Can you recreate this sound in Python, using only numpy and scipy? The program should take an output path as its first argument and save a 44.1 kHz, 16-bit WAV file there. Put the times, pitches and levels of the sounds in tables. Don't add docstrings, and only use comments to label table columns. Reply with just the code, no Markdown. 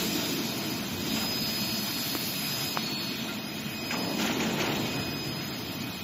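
import sys
import numpy as np
from scipy import signal
from scipy.fft import rfft, irfft
from scipy.io import wavfile

SR = 44100
rng = np.random.default_rng(int(sys.argv[2]) if len(sys.argv) > 2 else 0)


def transcribe(signal):
    frames = np.atleast_2d(signal).T
    limited = np.clip(frames, -1, 1)
    pcm = np.round(limited * 32767).astype(np.int16)
    wavfile.write(sys.argv[1], SR, pcm)


def volts_from_db(level):
    exponent = np.asarray(level, float) / 20
    return 10 ** exponent


N = 265923
T = np.arange(N) / SR

# (time [s], level [dB])
LOAD_CURVE = [(0.0, -36.5), (0.47, -39), (0.89, -39), (1.28, -42.5), (2.5, -45), (3.21, -43), (3.59, -43),
              (3.9, -42), (4.1, -38.5), (4.6, -36), (4.79, -38), (6.03, -44.5)]
# (time [s], level [dB])
FACING_CURVE = [(0, -40.5), (.2, -43.5), (.7, -45.5), (.92, -47.5), (1.15, -43), (1.6, -42.5), (2.0, -41),
                (2.68, -41), (2.79, -47), (3.4, -49), (4.17, -48.5), (4.23, -43.5), (4.32, -49), (4.8, -50),
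                (6.03, -48.5)]
# (time [s], level [dB])
FLOW_CURVE = [(0, -37.5), (.35, -40), (.95, -44.5), (1.15, -38), (1.5, -39.5), (2.6, -38), (2.85, -39.5),
              (3.28, -41), (3.45, -46), (4.15, -44.5), (4.8, -41.5), (5.1, -45.5), (6.03, -44.5)]
LAYER_LEVELS = {"rumble": (-46.5, 0.81, -0.17, -0.17, 3), "drone": (-39, 0.7, 0.22, -0.06, 40),
                "upper drone": (-43, 1.27, -0.1, 0.31, 40), "clatter": (-41, 0.36, 0.1, 0.22, 40),
                "hiss": (-41.5, 0.17, -0.01, 0.9, 60), "upper hiss": (-43.5, 0.51, 0.63, 0.36, 60),
                "top": (-45.5, 0.26, 0.66, 0.15, 90), "jet": (-54.5, -0.5, 2, 0.1, 150)}

# (frequency [Hz], level [dB per Hz])
RUMBLE_COLOUR = [(30, -48), (40, -40), (55, -20), (80, -4.5), (110, 1), (150, 3.5), (185, -20.5)]
DRONE_COLOUR = [(140, -18), (175, -3.5), (220, -2), (280, -2.5), (340, -20.5)]
UPPER_DRONE_COLOUR = [(260, -18), (310, 1), (350, 0.5), (395, -7), (440, -4.5), (510, -15), (580, -30)]
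CLATTER_COLOUR = [(260, -20), (450, -15), (549, -6.5), (674, -0.5), (811, -7.5), (902, -5), (1200, -9),
                  (1390, -6), (1620, -10), (2400, -6), (2450, -22), (3180, -4), (5390, -120)]
HISS_COLOUR = [(2200, -50.5), (2450, 5), (3000, -2.5), (3800, 5), (4250, 1.5), (4450, -2.5), (4700, -5)]
UPPER_HISS_COLOUR = [(4200, -5), (4450, -2.5), (4900, 2.5), (5300, -2), (6500, -1), (7300, -1.5),
                     (7800, -7.5), (8200, -32)]
# (frequency [Hz], level [dB per Hz])
FILL_COLOUR = [(4880, -57), (8300, -7.5), (8510, -35), (9010, -9), (9630, -3), (11500, 2), (13100, 0),
               (14500, 4.5), (15200, 3.5), (16000, -13)]
# (frequency [Hz], level [dB per Hz])
JET_COLOUR = [(9500, -27), (11000, -0.5), (12500, 0.5), (14300, -4), (15300, -32)]

# (time [s], burst [dB], burst length [s], plate ring [dB], thud [dB])
KNOCK_EVENTS = [
    (1.16, -39, 0.027, -49, -40.5),
    (3.272, -52.5, 0.026, -44, -52.5),
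    (3.906, -34, 0.045, -44, -30),
    (4.184, -36.5, 0.15, -47.5, -54),
    (4.243, -39.5, 0.025, -57, -49),
    (4.393, -40, 0.082, -47, -31.5),
    (4.59, -39.5, 0.077, -42.5, -38.5),
    (4.659, -41.5, 0.058, -56, -48.5),
]
# (frequency [Hz], level [dB per Hz])
BURST_COLOUR = [(500, -7.5), (900, -6), (1500, -4), (3000, -4), (5000, -17.5), (7300, -12), (8000, -46.5)]
# (frequency [Hz], level [dB], time to fall 60 dB [s])
PLATE_MODES = [(1395, 4.5, 0.17), (2050, -0.5, 0.23), (2960, -7.5, 0.052)]
# (time [s], swing [dB], body note [Hz], time to fall 60 dB [s], sharp edge [dB])
TAP_EVENTS = [
    (2.1516, -22, 330, .016, -23),
    (2.1517, -22, 1200, .004, -60),
    (2.1686, -40, 900, .003, -26),
    (2.7731, -12.5, 1050, .003, -20),
]

# (frequency [Hz], width [Hz])
HUM_NOTES = [(217, 12), (144.5, 9)]
# (time [s], level [dB], half length [s])
HUM_SWELLS = [
    [(0, -43, .3), (1.15, -36, .3), (1.7, -39.5, .3), (3.3, -47, .8), (4.55, -40, .3)],
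    [(2.62, -45, .15), (4.65, -44, .2), (5.15, -42, .3)],
]
HUM_FLOOR = (-55.5, -58)
WHINE_TONES = (2509, 4384.5, 5018)
# (time [s], level [dB], half length [s])
WHINE_SWELLS = [
    [(.46, -53, .44), (.98, -57, .1), (1.65, -51, .42), (2.54, -51.5, .39), (3.14, -50, .28),
     (3.79, -47, .28), (4.32, -48.7, .35), (5.04, -44, .3), (5.97, -52, .29)],
    [(.48, -52, .1), (.71, -55.6, .21), (1.64, -43.7, .27), (2.11, -43.7, .25), (2.95, -39.6, .22),
     (4.13, -53.4, .25), (4.79, -56, .12), (5.4, -59, .4)],
    [(.16, -43, .41), (.7, -45.2, .1), (1.29, -36.9, .24), (1.79, -38.7, .4), (2.58, -37.6, .25),
     (3.11, -44.4, .1), (3.47, -45.4, .1), (3.99, -40.4, .23), (5.15, -42.4, .4), (5.7, -54.4, .47)],
]
WHINE_FLOOR = (-66, -56.5, -66)

# (frequency [Hz], level over the masking level [dB])
STORED_LEVEL = [(100, -30), (1500, -11), (2050, -6), (2350, -2.5), (2800, -6), (3500, -6), (4700, -3),
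                (5400, -5.5), (6200, -4.5), (7500, -2), (8500, 5), (10000, 0), (12000, -2.5), (13200, -2),
                (14500, -6), (15700, 2)]


def rms_one(x):
    return x / np.sqrt(np.mean(x ** 2) + 1e-20)


def swing_db(curve):
    seconds, level = np.transpose(curve)
    db = np.interp(T, seconds, level)
    return db - db.mean()


def drift(rate):
    r = np.exp(-80 * np.pi * rate / SR)
    chance = rng.standard_normal(N // 40 + 2002)
    slow = signal.lfilter([1], [1, -2 * r, r * r], chance)[2000:]
    return np.interp(np.arange(N) / 40, np.arange(len(slow)), rms_one(slow))


def coloured(colour, patchy_db, rate, count):
    hz = np.fft.rfftfreq(N, 1 / SR) + 1e-3
    points_hz, points_db = np.transpose(colour)
    shape = volts_from_db(np.interp(np.log(hz), np.log(points_hz), points_db, -200, -200))
    spectrum = rfft(rng.standard_normal(N)) * shape
    place = np.log(hz / points_hz[0]) / np.log(points_hz[-1] / points_hz[0]) * (count - 1)
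    out = 0
    for k in range(count):
        band = irfft(spectrum * np.clip(1 - abs(place - k), 0, 1), N)
        out = out + band * volts_from_db(patchy_db * drift(rate))
    return rms_one(out)


def ring(x, hz, t60):
    r = volts_from_db(-60 / (t60 * SR))
    w = 2 * np.pi * hz / SR
    return signal.lfilter([0, np.sin(w)], [1, -2 * r * np.cos(w), r * r], x + 1e-18)


def gain_for(layer, lag=0):
    mean_db, load, facing, flow, fall = LAYER_LEVELS[layer]
    db = load * swing_db(LOAD_CURVE) + facing * swing_db(FACING_CURVE) + flow * swing_db(FLOW_CURVE)
    db = np.interp(T - lag, T, db)
    return volts_from_db(mean_db + np.maximum.accumulate(db + fall * T) - fall * T)


def spots(rows, between_db):
    gain = volts_from_db(between_db)
    for s, db, half in rows:
        gain = gain + volts_from_db(db) * np.exp(-((T - s) / half) ** 2)
    return gain


def hall_rumble():
    return gain_for("rumble", lag=0.35) * coloured(RUMBLE_COLOUR, 1.0, 3.7, count=3)


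def far_knocks():
    hall_t60, tail_db = 1.7, -4.5
    burst, strikes, thud = np.zeros((3, N))
    for s, burst_db, length, ring_db, thud_db in KNOCK_EVENTS:
        age = np.maximum(T - s, 0)
        tail = (T >= s) * volts_from_db(-60 * age / hall_t60)
        held = (T >= s) * np.exp(-(age / length) ** 4)
        rise = 1 - np.exp(-age / (0.03 * length))
        burst += volts_from_db(burst_db) * (held + volts_from_db(tail_db) * tail) * rise
        strikes += volts_from_db(ring_db) * held
        thud += volts_from_db(thud_db) * tail * (1 - np.exp(-age / 0.041))
    plate = 0
    for hz, db, t60 in PLATE_MODES:
        rubbing = strikes * rng.standard_normal(N)
        plate = plate + volts_from_db(db) * ring(rubbing, hz, t60) / np.sqrt(t60 * SR / 27.6)
    low = coloured([(90, -19.5), (200, -6), (400, -10.5), (900, -14), (1200, -25)], 1.2, 9.1, count=4)
    return burst * coloured(BURST_COLOUR, 3.9, 37.0, count=8) + plate + thud * low


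def jolt(age, hz, t60):
    rise_s = .00007
    fade = volts_from_db(-60 * np.maximum(age - .5 / hz, 0) / t60)
    swing = -np.cos(2 * np.pi * hz * age) * fade
    return swing * np.exp(np.minimum(age, 0) / rise_s)


def finger_taps():
    out = 0
    for s, body_db, hz, t60, edge_db in TAP_EVENTS:
        out = out + volts_from_db(body_db) * jolt(T - s, hz, t60)
        out = out + volts_from_db(edge_db) * jolt(T - s, 1900, .0013)
    return out


def air_hiss():
    out = gain_for("hiss") * coloured(HISS_COLOUR, 1.5, 8.7, count=8)
    return out + gain_for("upper hiss") * coloured(UPPER_HISS_COLOUR, 2.8, 22.0, count=8)


def casing_hum():
    out = 0
    for rows, db, (hz, width) in zip(HUM_SWELLS, HUM_FLOOR, HUM_NOTES):
        t60 = np.log(1000) / np.pi / width
        out = out + spots(rows, db) * rms_one(ring(rng.standard_normal(N), hz, t60))
    return out


def machine_drone():
    out = gain_for("drone") * coloured(DRONE_COLOUR, 0.66, 4.8, count=3)
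    out += gain_for("upper drone") * coloured(UPPER_DRONE_COLOUR, 0.88, 6.6, count=3)
    return out + gain_for("clatter") * coloured(CLATTER_COLOUR, 1.46, 12.0, count=6)


def machine_whine():
    flutter_db, wander_hz = 1.3, 1.3
    sag = 5e-4
    out = 0
    for hz, rows, db in zip(WHINE_TONES, WHINE_SWELLS, WHINE_FLOOR):
        pitch = hz * (1 - sag * T / T[-1]) + wander_hz * drift(15.0)
        tone = np.sqrt(2) * np.sin(2 * np.pi * np.cumsum(pitch) / SR)
        out = out + spots(rows, db) * volts_from_db(flutter_db * drift(29.0)) * tone
    return out


def scene():
    soften = signal.butter(8, 7400, fs=SR, output="sos")
    blows = signal.sosfilt(soften, far_knocks() + finger_taps())
    machine = hall_rumble() + air_hiss() + casing_hum() + machine_drone() + machine_whine()
    return np.tile(machine + blows, (2, 1))


def top_band():
    out = gain_for("top") * coloured(FILL_COLOUR, 2.9, 31.0, count=10)
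    return out + gain_for("jet") * coloured(JET_COLOUR, 1.4, 16.0, count=4)


def coarse_storage(x, size=1024, order=8):
    frame_start, spread_hz = 525, 400
    follow = .6
    uneven_db, wide_db, step_db = 4, 3, 6
    thrift_db, thrift_share = -.7, .3

    n, k = np.arange(2 * size) + .5, np.arange(size) + .5
    window = signal.windows.kaiser_bessel_derived(2 * size, 4 * np.pi)
    waves = np.cos(np.pi / size * np.outer(n + size / 2, k))
    basis = np.sqrt(2 / size) * window[:, None] * waves
    lead = size - frame_start
    padded = np.pad(x, (size + lead, 2 * size - (N + lead) % size)).reshape(-1, size)
    lines = np.hstack([padded[:-1], padded[1:]]) @ basis

    hz = (np.arange(size // order) + .5) * order * SR / 2 / size
    power = np.mean(lines.reshape(len(lines), -1, order) ** 2, axis=2)
    reach = np.exp(-abs(hz[:, None] - hz) / spread_hz)
    mask_db = 10 * np.log10(power @ (reach / reach.sum(axis=0)) + 1e-14)
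    usual_db = mask_db.mean(axis=0)

    stored_hz, stored_db = np.transpose(STORED_LEVEL)
    need_db = np.interp(np.log(hz), np.log(stored_hz), stored_db, right=60)
    facing = np.interp(np.arange(len(power)) * size / SR, T, swing_db(FACING_CURVE))
    need_db = need_db + np.outer(thrift_db - thrift_share * facing, hz > 4000)
    wide = np.repeat(rng.standard_normal((len(power), size // order // 4)), 4, axis=1)
    chance_db = uneven_db * wide * (hz > 6000) + wide_db * rng.standard_normal(power.shape) / 2
    bar = volts_from_db(usual_db + follow * (mask_db - usual_db) + need_db + chance_db)

    step = np.repeat(bar * volts_from_db(step_db), order, axis=1)
    kept = np.repeat(power > bar ** 2, order, axis=1)
    rounded = np.sign(lines) * np.floor(abs(lines) / step + .45) * step
    halves = (kept * rounded) @ basis.T
    return (halves[1:, :size] + halves[:-1, size:]).ravel()[lead:lead + N]


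def top_cut(x):
    return signal.sosfilt(signal.butter(12, 16310, fs=SR, output="sos"), x)


def record(dry):
    bass_cut = signal.butter(2, 45, "high", fs=SR, output="sos")
    heard = signal.sosfilt(bass_cut, dry[0])
    stored = coarse_storage(heard + top_band())
    return top_cut(np.tile(stored, (2, 1)))


dry = scene()
out = record(dry)
transcribe(out)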